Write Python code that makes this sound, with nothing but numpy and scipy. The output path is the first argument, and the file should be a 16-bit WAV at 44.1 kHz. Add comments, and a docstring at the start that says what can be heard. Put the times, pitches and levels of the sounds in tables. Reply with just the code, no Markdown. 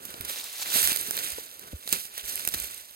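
"""A displaying grouse struts, dashes and struts on through dry leaf litter, close by in a quiet wood.
Leaves crumple in clumps of tiny cracks and rub on each other; stalks and twigs snap and ring.
Dull thumps sound from the damped ground, with soft low puffs and a few early scuffs.
The right microphone hears the bird first and brighter; the trees answer faintly."""
import sys
import numpy as np
from scipy import signal
from scipy.fft import rfft, irfft, next_fast_len
from scipy.io import wavfile
from scipy.ndimage import map_coordinates

SR = 44100
rng = np.random.default_rng(int(sys.argv[2]) if len(sys.argv) > 2 else 0)


def pcm_store(signal):
    """Save signal as 16-bit PCM."""
    levels = np.round(np.clip(np.atleast_2d(signal), -1, 1) * 32767)
    wavfile.write(sys.argv[1], SR, levels.astype(np.int16).T)


N = 130095
TOP_HZ = 16200

# Stirring of the litter: t/s, relative level/dB of crisp crackle, mid crunch, dull shuffle
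STIR_LEVELS = [(0, -55, -60, -55), (0.04, -47, -54.5, -54), (0.15, -48, -51.5, -51),
               (0.23, -46.5, -50, -50), (0.265, -49, -48.5, -50.5), (0.29, -37, -41, -55),
               (0.35, -42.5, -47, -61.5), (0.41, -41, -42.5, -59), (0.43, -46, -56, -72),
               (0.46, -45.5, -46, -60), (0.51, -45, -50.5, -67.0), (0.57, -43.5, -47.5, -86),
               (0.62, -38.5, -45.5, -69), (0.66, -41.5, -42.5, -57), (0.7, -37, -42.5, -53),
               (0.756, -27, -33, -53), (0.8, -26.5, -33, -47), (0.85, -25.5, -33, -53),
               (0.895, -28, -35.5, -44), (0.925, -31, -36, -54), (0.99, -34.5, -43.5, -51.5),
               (1.06, -39, -46, -53), (1.14, -38.5, -46, -51.5), (1.18, -39.5, -41, -53),
               (1.24, -35, -41, -50), (1.28, -39, -44.5, -53.5), (1.314, -37, -42, -55.5),
               (1.37, -41, -47.5, -56), (1.47, -49, -55, -61), (1.57, -50, -56.5, -64),
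               (1.65, -50, -55, -53.5), (1.801, -51.5, -59, -63.5), (1.86, -48, -54, -74),
               (1.91, -38, -47.5, -53), (1.958, -35.5, -42, -51), (2.04, -40, -50, -64.5),
               (2.112, -52, -55.5, -66), (2.18, -44.5, -46, -89), (2.23, -46.5, -50.5, -56.5),
               (2.29, -35.5, -43.5, -56), (2.4, -39.5, -46, -54), (2.52, -41.5, -48, -56),
               (2.56, -37, -44.5, -48.5), (2.62, -37, -43.5, -55), (2.71, -44, -50, -60.5),
               (2.81, -48, -52, -69), (2.86, -50, -58.5, -81), (2.94, -52, -58, -86)]
# Spectra of those three layers: f/Hz, level/dB
CRISP_SPECTRUM = [(1000, -71), (4000, -9), (5600, -8), (7000, -5.5), (8800, 1.5), (10400, -3.5),
                  (11700, 1.5), (13500, -0.5), (15500, -7.5)]
CRUNCH_SPECTRUM = [(100, -35), (500, -9.5), (1000, -6.5), (1500, -4), (2300, -3), (3600, 1), (4600, -3.5),
                   (5600, -10), (8000, -8), (15000, -44)]
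SHUFFLE_SPECTRUM = [(25, -45), (65, -1.5), (130, -3), (420, 2.5), (800, -4), (1500, 1), (5000, -50.5)]
# Still air: f/Hz, level/dB
AIR_SPECTRUM = [(25, -13), (70, 1.5), (150, -13.5), (450, 0), (1000, 2.5), (4000, -13), (15000, -29)]
# Stalks and twigs breaking: t/s, relative level/dB, t60/s, body re crack/dB, tip f/Hz, stem f/Hz
TWIG_SNAPS = [(0.0522, -27.5, 0.038, -15, 13300, 3530), (.1041, -31, 0.006, -24, 12000, 3600),
              (0.1411, -40.5, 0.014, 7.5, 9100, 2350), (0.2097, -16.5, 0.002, -14.5, 12000, 2170),
              (0.249, -26.5, 0.052, -10.5, 11800, 3960), (0.2943, -30, 0.0091, 1.5, 12500, 3600),
              (0.3365, -26, 0.0038, -19, 11400, 3800), (0.3596, -33, 0.0039, 2, 14600, 3800),
              (0.4420, -26.5, 0.012, -12, 8900, 4730), (0.631, -27, 0.0099, -13, 6900, 4200),
              (0.741, -14, 0.0066, -12, 13500, 3230), (0.7692, -15, 0.009, -12, 11800, 3660),
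              (0.819, -17, .012, -15, 9200, 4630), (0.8293, -15, 0.012, -9, 11500, 2200),
              (0.8523, -18, 0.017, -7, 9200, 4400), (0.8743, -10.5, 0.0035, -7, 8900, 4100),
              (0.9184, -18.5, 0.02, -4.5, 9300, 2370), (0.9292, -16, 0.005, -5, 11330, 4500),
              (0.961, -15.5, 0.013, -8, 8500, 3860), (0.972, -18, 0.0071, -8, 11400, 3800),
              (1.012, -18, .007, -26, 9600, 3960), (1.073, -24, .005, -13, 11150, 3570),
              (1.1094, -12, 0.0062, -8.5, 15100, 1640), (1.1690, -16, 0.008, -15, 14100, 2470),
              (1.1763, -22, 0.0089, 0, 8900, 4060), (1.1893, -20, .006, -11, 12060, 4630),
              (1.2648, -25, .005, -26, 11400, 4000), (1.303, -23.5, 0.013, -9, 9000, 4160),
              (1.321, -23.5, .005, -11, 9500, 2690), (1.5141, -35, .005, -5, 12300, 3360),
              (1.5944, -28, 0.009, -16, 11700, 3860), (1.7241, -33, .005, -10, 13140, 2540),
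              (1.8757, -24.5, 0.014, -3.5, 12500, 3830), (1.8910, -20, 0.0065, -11, 9000, 4700),
              (1.9062, -29, .004, -20, 12500, 1590), (1.927, -3.8, 0.007, -12.5, 8170, 2890),
              (1.9310, -21, 0.079, -4.5, 11500, 2620), (1.9523, -23.5, 0.0059, -2, 10900, 2560),
              (2.0, -25, .005, -20, 10850, 4110), (2.0531, -29, 0.0059, -8, 12400, 5120),
              (2.1553, -35, 0.0062, -20, 13000, 4000), (2.1788, -22.5, 0.02, -12, 11400, 4300),
              (2.3567, -13, 0.0032, -24, 12100, 3170), (2.3766, -23, 0.0037, -3.5, 11500, 2650),
              (2.3954, -20, .005, -15, 11400, 3100), (2.4222, -29, .004, -18, 11500, 3830),
              (2.4508, -19, 0.015, -12, 13300, 2300), (2.4752, -12, 0.012, -12, 11900, 2820),
              (2.4884, -16, 0.0091, -11.5, 14900, 5170), (2.5393, -20, 0.063, -8.5, 11100, 3600),
              (2.5453, -20.5, 0.007, -3.5, 11500, 4240), (2.6000, -17.5, 0.0078, -25, 13400, 3330),
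              (2.6400, -24, 0.0039, -12, 11500, 3780), (2.7457, -26, 0.0053, -31, 12100, 3800),
              (2.7788, -30, .005, -9, 8200, 3450), (2.9097, -34, .005, -10, 9710, 3320)]
# Spectra of a snap's crack and woody body: f/Hz, level/dB
SNAP_CRACK_SPECTRUM = [(300, -8), (2500, -25.5), (5600, -9), (7500, 0.5), (12000, 3), (15500, 0.5)]
SNAP_BODY_SPECTRUM = [(60, -18), (170, -9), (600, -1.5), (1200, -1.5), (2500, 0), (4000, 3), (7000, -3.5),
                      (15000, -36)]
# Blows on the ground: t/s, level/dB, lower mode f/Hz, t60/s
GROUND_THUMPS = [(0.142, -24.5, 324, 0.014), (0.204, -29, 109, 0.027), (0.299, -28, 564, 0.021),
                 (.755, -24, 244, 0.025), (0.919, -22.5, 410, 0.011), (1.082, -34.5, 220, 0.037),
                 (1.383, -17.5, 470, 0.014), (1.731, -20.5, 253, 0.016), (1.856, -42.5, 242, 0.032),
                 (1.929, -37, 196, 0.1), (2.474, -29, 366, 0.024), (2.541, -29.5, 189, 0.027)]
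# Soft low puffs: t/s, level/dB, f/Hz, rise/s
AIR_PUFFS = [(0.209, -49, 75, 0.025), (0.826, -45, 65, .02), (1.261, -53, 70, 0.0064),
             (1.325, -45, 65.5, 0.0097), (1.733, -30, 73, 0.011), (1.975, -57, 60, 0.0092),
             (2.23, -48, 54, 0.014), (2.555, -40, 71.4, 0.01), (2.595, -46, 57, 0.028)]
# Scrapes through the leaves: peak t/s, level/dB, Gaussian sigma/s
LEAF_SCUFFS = [(0.31, -43, 0.011), (0.365, -42, 0.034), (0.46, -41, 0.037), (0.538, -44, 0.019),
               (0.596, -38, 0.018), (0.626, -35, 0.0078), (0.659, -44.5, 0.015), (0.716, -37.5, 0.034)]
# Their spectrum: f/Hz, level/dB
SCUFF_SPECTRUM = [(200, -23), (800, -13.5), (2200, -14.5), (4000, -4.5), (6800, -8), (9000, -9.5),
                  (15000, -11.5)]
# Likeness of left and right noise: f/Hz, coherence
COHERENCE = [(30, 0.41), (150, 0.92), (500, 1), (2300, 0.7), (4500, 0.61), (6000, 0.73), (12000, 0.39)]
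# Shading at the left microphone: f/Hz, level re right/dB
LEFT_SHADE = [(60, -1.5), (400, -.5), (2500, -2), (4200, -2.5), (5800, .5), (6900, -2), (7700, -8),
              (9000, -12.5), (10400, -7.5), (11700, -11.5), (15000, -5.5)]


def amp(db):
    """Decibels to gain."""
    return 10 ** (np.asarray(db) / 20)


def unit_rms(x):
    """Scale to rms 1."""
    return x / np.sqrt(np.mean(x ** 2) + 1e-20)


def log_interp(points, hz):
    """Read (f/Hz, value) points on a log axis."""
    knots_hz, values = np.transpose(points)
    return np.interp(np.log(hz + 1), np.log(knots_hz + 1), values)


def wobble(knots_per_s):
    """Smooth random curve."""
    return map_coordinates(rng.standard_normal(N // 8), [np.arange(N) * knots_per_s / SR], mode="wrap")


def filtered(x, response):
    """Apply a complex frequency response."""
    size = next_fast_len(N + SR // 4, real=True)
    return irfft(rfft(x, size) * response(np.fft.rfftfreq(size, 1 / SR)), size)[..., :N]


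def coloured(x, spectrum, keep_power=True, size=4096):
    """Minimum-phase filter through (f/Hz, level/dB) points."""
    gain = amp(log_interp(spectrum, np.fft.rfftfreq(size, 1 / SR)))
    cepstrum = irfft(np.log(unit_rms(gain) if keep_power else gain))
    causal_fold = np.r_[1, np.full(size // 2 - 1, 2), 1, np.zeros(size // 2 - 1)]
    impulse = irfft(np.exp(rfft(cepstrum * causal_fold)))
    return signal.fftconvolve(np.atleast_2d(x), impulse[None], axes=1)[:, :N]


def add(track, start_s, sound):
    """Mix a sound into a mono track."""
    part = track[round(start_s * SR):][:len(sound)]
    part += sound[:len(part)]


def stereo_noise():
    """White noise, left and right most alike in the low mids."""
    def mid_side_gains(hz):
        angle = np.arccos(log_interp(COHERENCE, hz)) / 2
        return np.array([np.cos(angle), np.sin(angle)])
    mid, side = filtered(rng.standard_normal((2, N)), mid_side_gains)
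    return unit_rms(np.array([mid + side, mid - side]))


def leaf_cracks(rate_per_s=6500, spread_db=3, mean_t60_s=0.0017, jitter_s=12e-6):
    """Tiny cracks, each a damped ring with its own pitch, size and direction."""
    count, taps = int(rate_per_s * N / SR), np.arange(96)
    onset, pitch, rarity, life, phase = rng.random((5, count, 1))
    skew_s = jitter_s * rng.standard_normal((count, 1))
    t, hz = taps / SR, pitch * TOP_HZ
    peak_db = -spread_db * np.log(np.maximum(rarity, 0.004))
    envelope = amp(peak_db - 60 * t / (mean_t60_s * (0.5 + life)))
    indices = ((onset * N).astype(int) + taps).ravel()
    channels = []
    for delay_s in (skew_s, -skew_s):
        rings = envelope * np.sin(2 * np.pi * (hz * (t - delay_s) + phase))
        channels.append(np.bincount(indices, rings.ravel(), N)[:N])
    return unit_rms(np.array(channels))


def rustle(busy_db=-39):
    """Leaves crumple in clumps and rub on each other; hard stirring merges the cracks into a swish."""
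    times_s, *levels_db = np.transpose(STIR_LEVELS)
    crisp_db, crunch_db, shuffle_db = [np.interp(np.arange(N) / SR, times_s, db) for db in levels_db]
    clumps = amp(1.52 * wobble(knots_per_s=62) + 0.06 * wobble(knots_per_s=420))
    rub_gain = amp(-4 + 0.25 * np.maximum(crisp_db - busy_db, 0))

    def leaves():
        return (leaf_cracks() + rub_gain * stereo_noise()) / np.hypot(1, rub_gain)
    crisp = amp(crisp_db + 4.5) * coloured(unit_rms(clumps * leaves()), CRISP_SPECTRUM)
    crunch = amp(crunch_db + 3.5) * coloured(unit_rms(clumps * leaves()), CRUNCH_SPECTRUM)
    shuffle = amp(shuffle_db + 2.5) * coloured(unit_rms(clumps * stereo_noise()), SHUFFLE_SPECTRUM)
    return crisp + crunch + shuffle


def still_air(level_db=-60):
    """Steady hush of the wood."""
    return amp(level_db) * coloured(stereo_noise(), AIR_SPECTRUM)


def snaps(scatter_db=-21, scatter_t60_s=0.05):
    """Each break is a sharp crack over a woody body, with a short scattered tail."""
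    crack_power, body_power, t = np.zeros(N), np.zeros(N), np.arange(SR // 6) / SR
    for start_s, db, t60_s, body_db, _, _ in TWIG_SNAPS:
        direct = amp(db - 60 * t / t60_s)
        scattered = amp(db + scatter_db - 60 * t / scatter_t60_s)
        power = direct ** 2 + scattered ** 2
        add(crack_power, start_s, power)
        add(body_power, start_s, power * amp(body_db) ** 2)
    crack_noise = np.sign(stereo_noise())  # constant magnitude, so each sharp crack has a set loudness
    crack = coloured(np.sqrt(crack_power) * crack_noise, SNAP_CRACK_SPECTRUM)
    body = coloured(np.sqrt(body_power) * stereo_noise(), SNAP_BODY_SPECTRUM)
    return amp(0.5) * (crack + body)


def twig_rings():
    """The broken tip rings for a few cycles, the stem lower and longer."""
    out, t = np.zeros(N), np.arange(SR // 100) / SR

    def ring(hz, rise_s):
        return t / rise_s * np.exp(1 - t / rise_s) * np.sin(2 * np.pi * hz * t)
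    for start_s, db, _, body_db, tip_hz, stem_hz in TWIG_SNAPS:
        tip = amp(db + 3.5) * ring(tip_hz, rise_s=0.0002)
        stem = amp(db + body_db - 2) * ring(stem_hz, rise_s=0.00048)
        add(out, start_s, tip + stem)
    return out


def thumps(upper_ratio=2.03, upper_db=-3.5, rise_s=0.0019):
    """Soft ground answers a blow with two heavily damped modes."""
    out, t = np.zeros(N), np.arange(SR // 5) / SR
    for start_s, db, hz, t60_s in GROUND_THUMPS:
        phase = 2 * np.pi * hz * t
        modes = np.sin(phase) + amp(upper_db) * np.sin(upper_ratio * phase)
        envelope = amp(db - 60 * t / t60_s) * (1 - np.exp(-t / rise_s))
        add(out, start_s, envelope * modes)
    return out


def puffs():
    """A few slow swings of air pressure swell and die away."""
    out, t = np.zeros(N), np.arange(SR // 5) / SR
    for start_s, db, hz, rise_s in AIR_PUFFS:
        envelope = amp(db) * (t / rise_s * np.exp(1 - t / rise_s)) ** 2
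        add(out, start_s, envelope * np.sin(2 * np.pi * hz * t))
    return out


def scuffs():
    """Short scrapes straight ahead: swells of leaf cracks."""
    t = np.arange(N) / SR
    swell = sum(amp(db) * np.exp(-0.5 * ((t - peak_s) / sigma_s) ** 2)
                for peak_s, db, sigma_s in LEAF_SCUFFS)
    return swell * coloured(leaf_cracks(), SCUFF_SPECTRUM)


def trees(x, level_db=-20, t60_s=0.14):
    """Faint diffuse reflections from the trunks."""
    t = np.arange(SR // 2) / SR
    tail = rng.standard_normal((2, len(t))) * amp(-60 * t / t60_s)
    tail *= amp(level_db) / np.linalg.norm(tail[0])
    return signal.fftconvolve(x, tail, axes=1)[:, :N]


def from_right(x, lag_s=0.000432):
    """Sound from the right reaches the left microphone later and shaded."""
    shaded = coloured(x[0], LEFT_SHADE, keep_power=False)[0]
    left = filtered(shaded, lambda hz: np.exp(-2j * np.pi * hz * lag_s))
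    return np.array([left, x[1]])


def scene():
    """Bird and wood to the right, scuffs in the centre."""
    litter = rustle() + snaps() + twig_rings()
    return from_right(litter + still_air() + thumps() + puffs() + trees(litter)) + scuffs()


def record(dry):
    """Clip at full scale, then band-limit."""
    return filtered(np.clip(dry, -1, 1), lambda hz: hz < TOP_HZ)


dry = scene()
out = record(dry)
pcm_store(out)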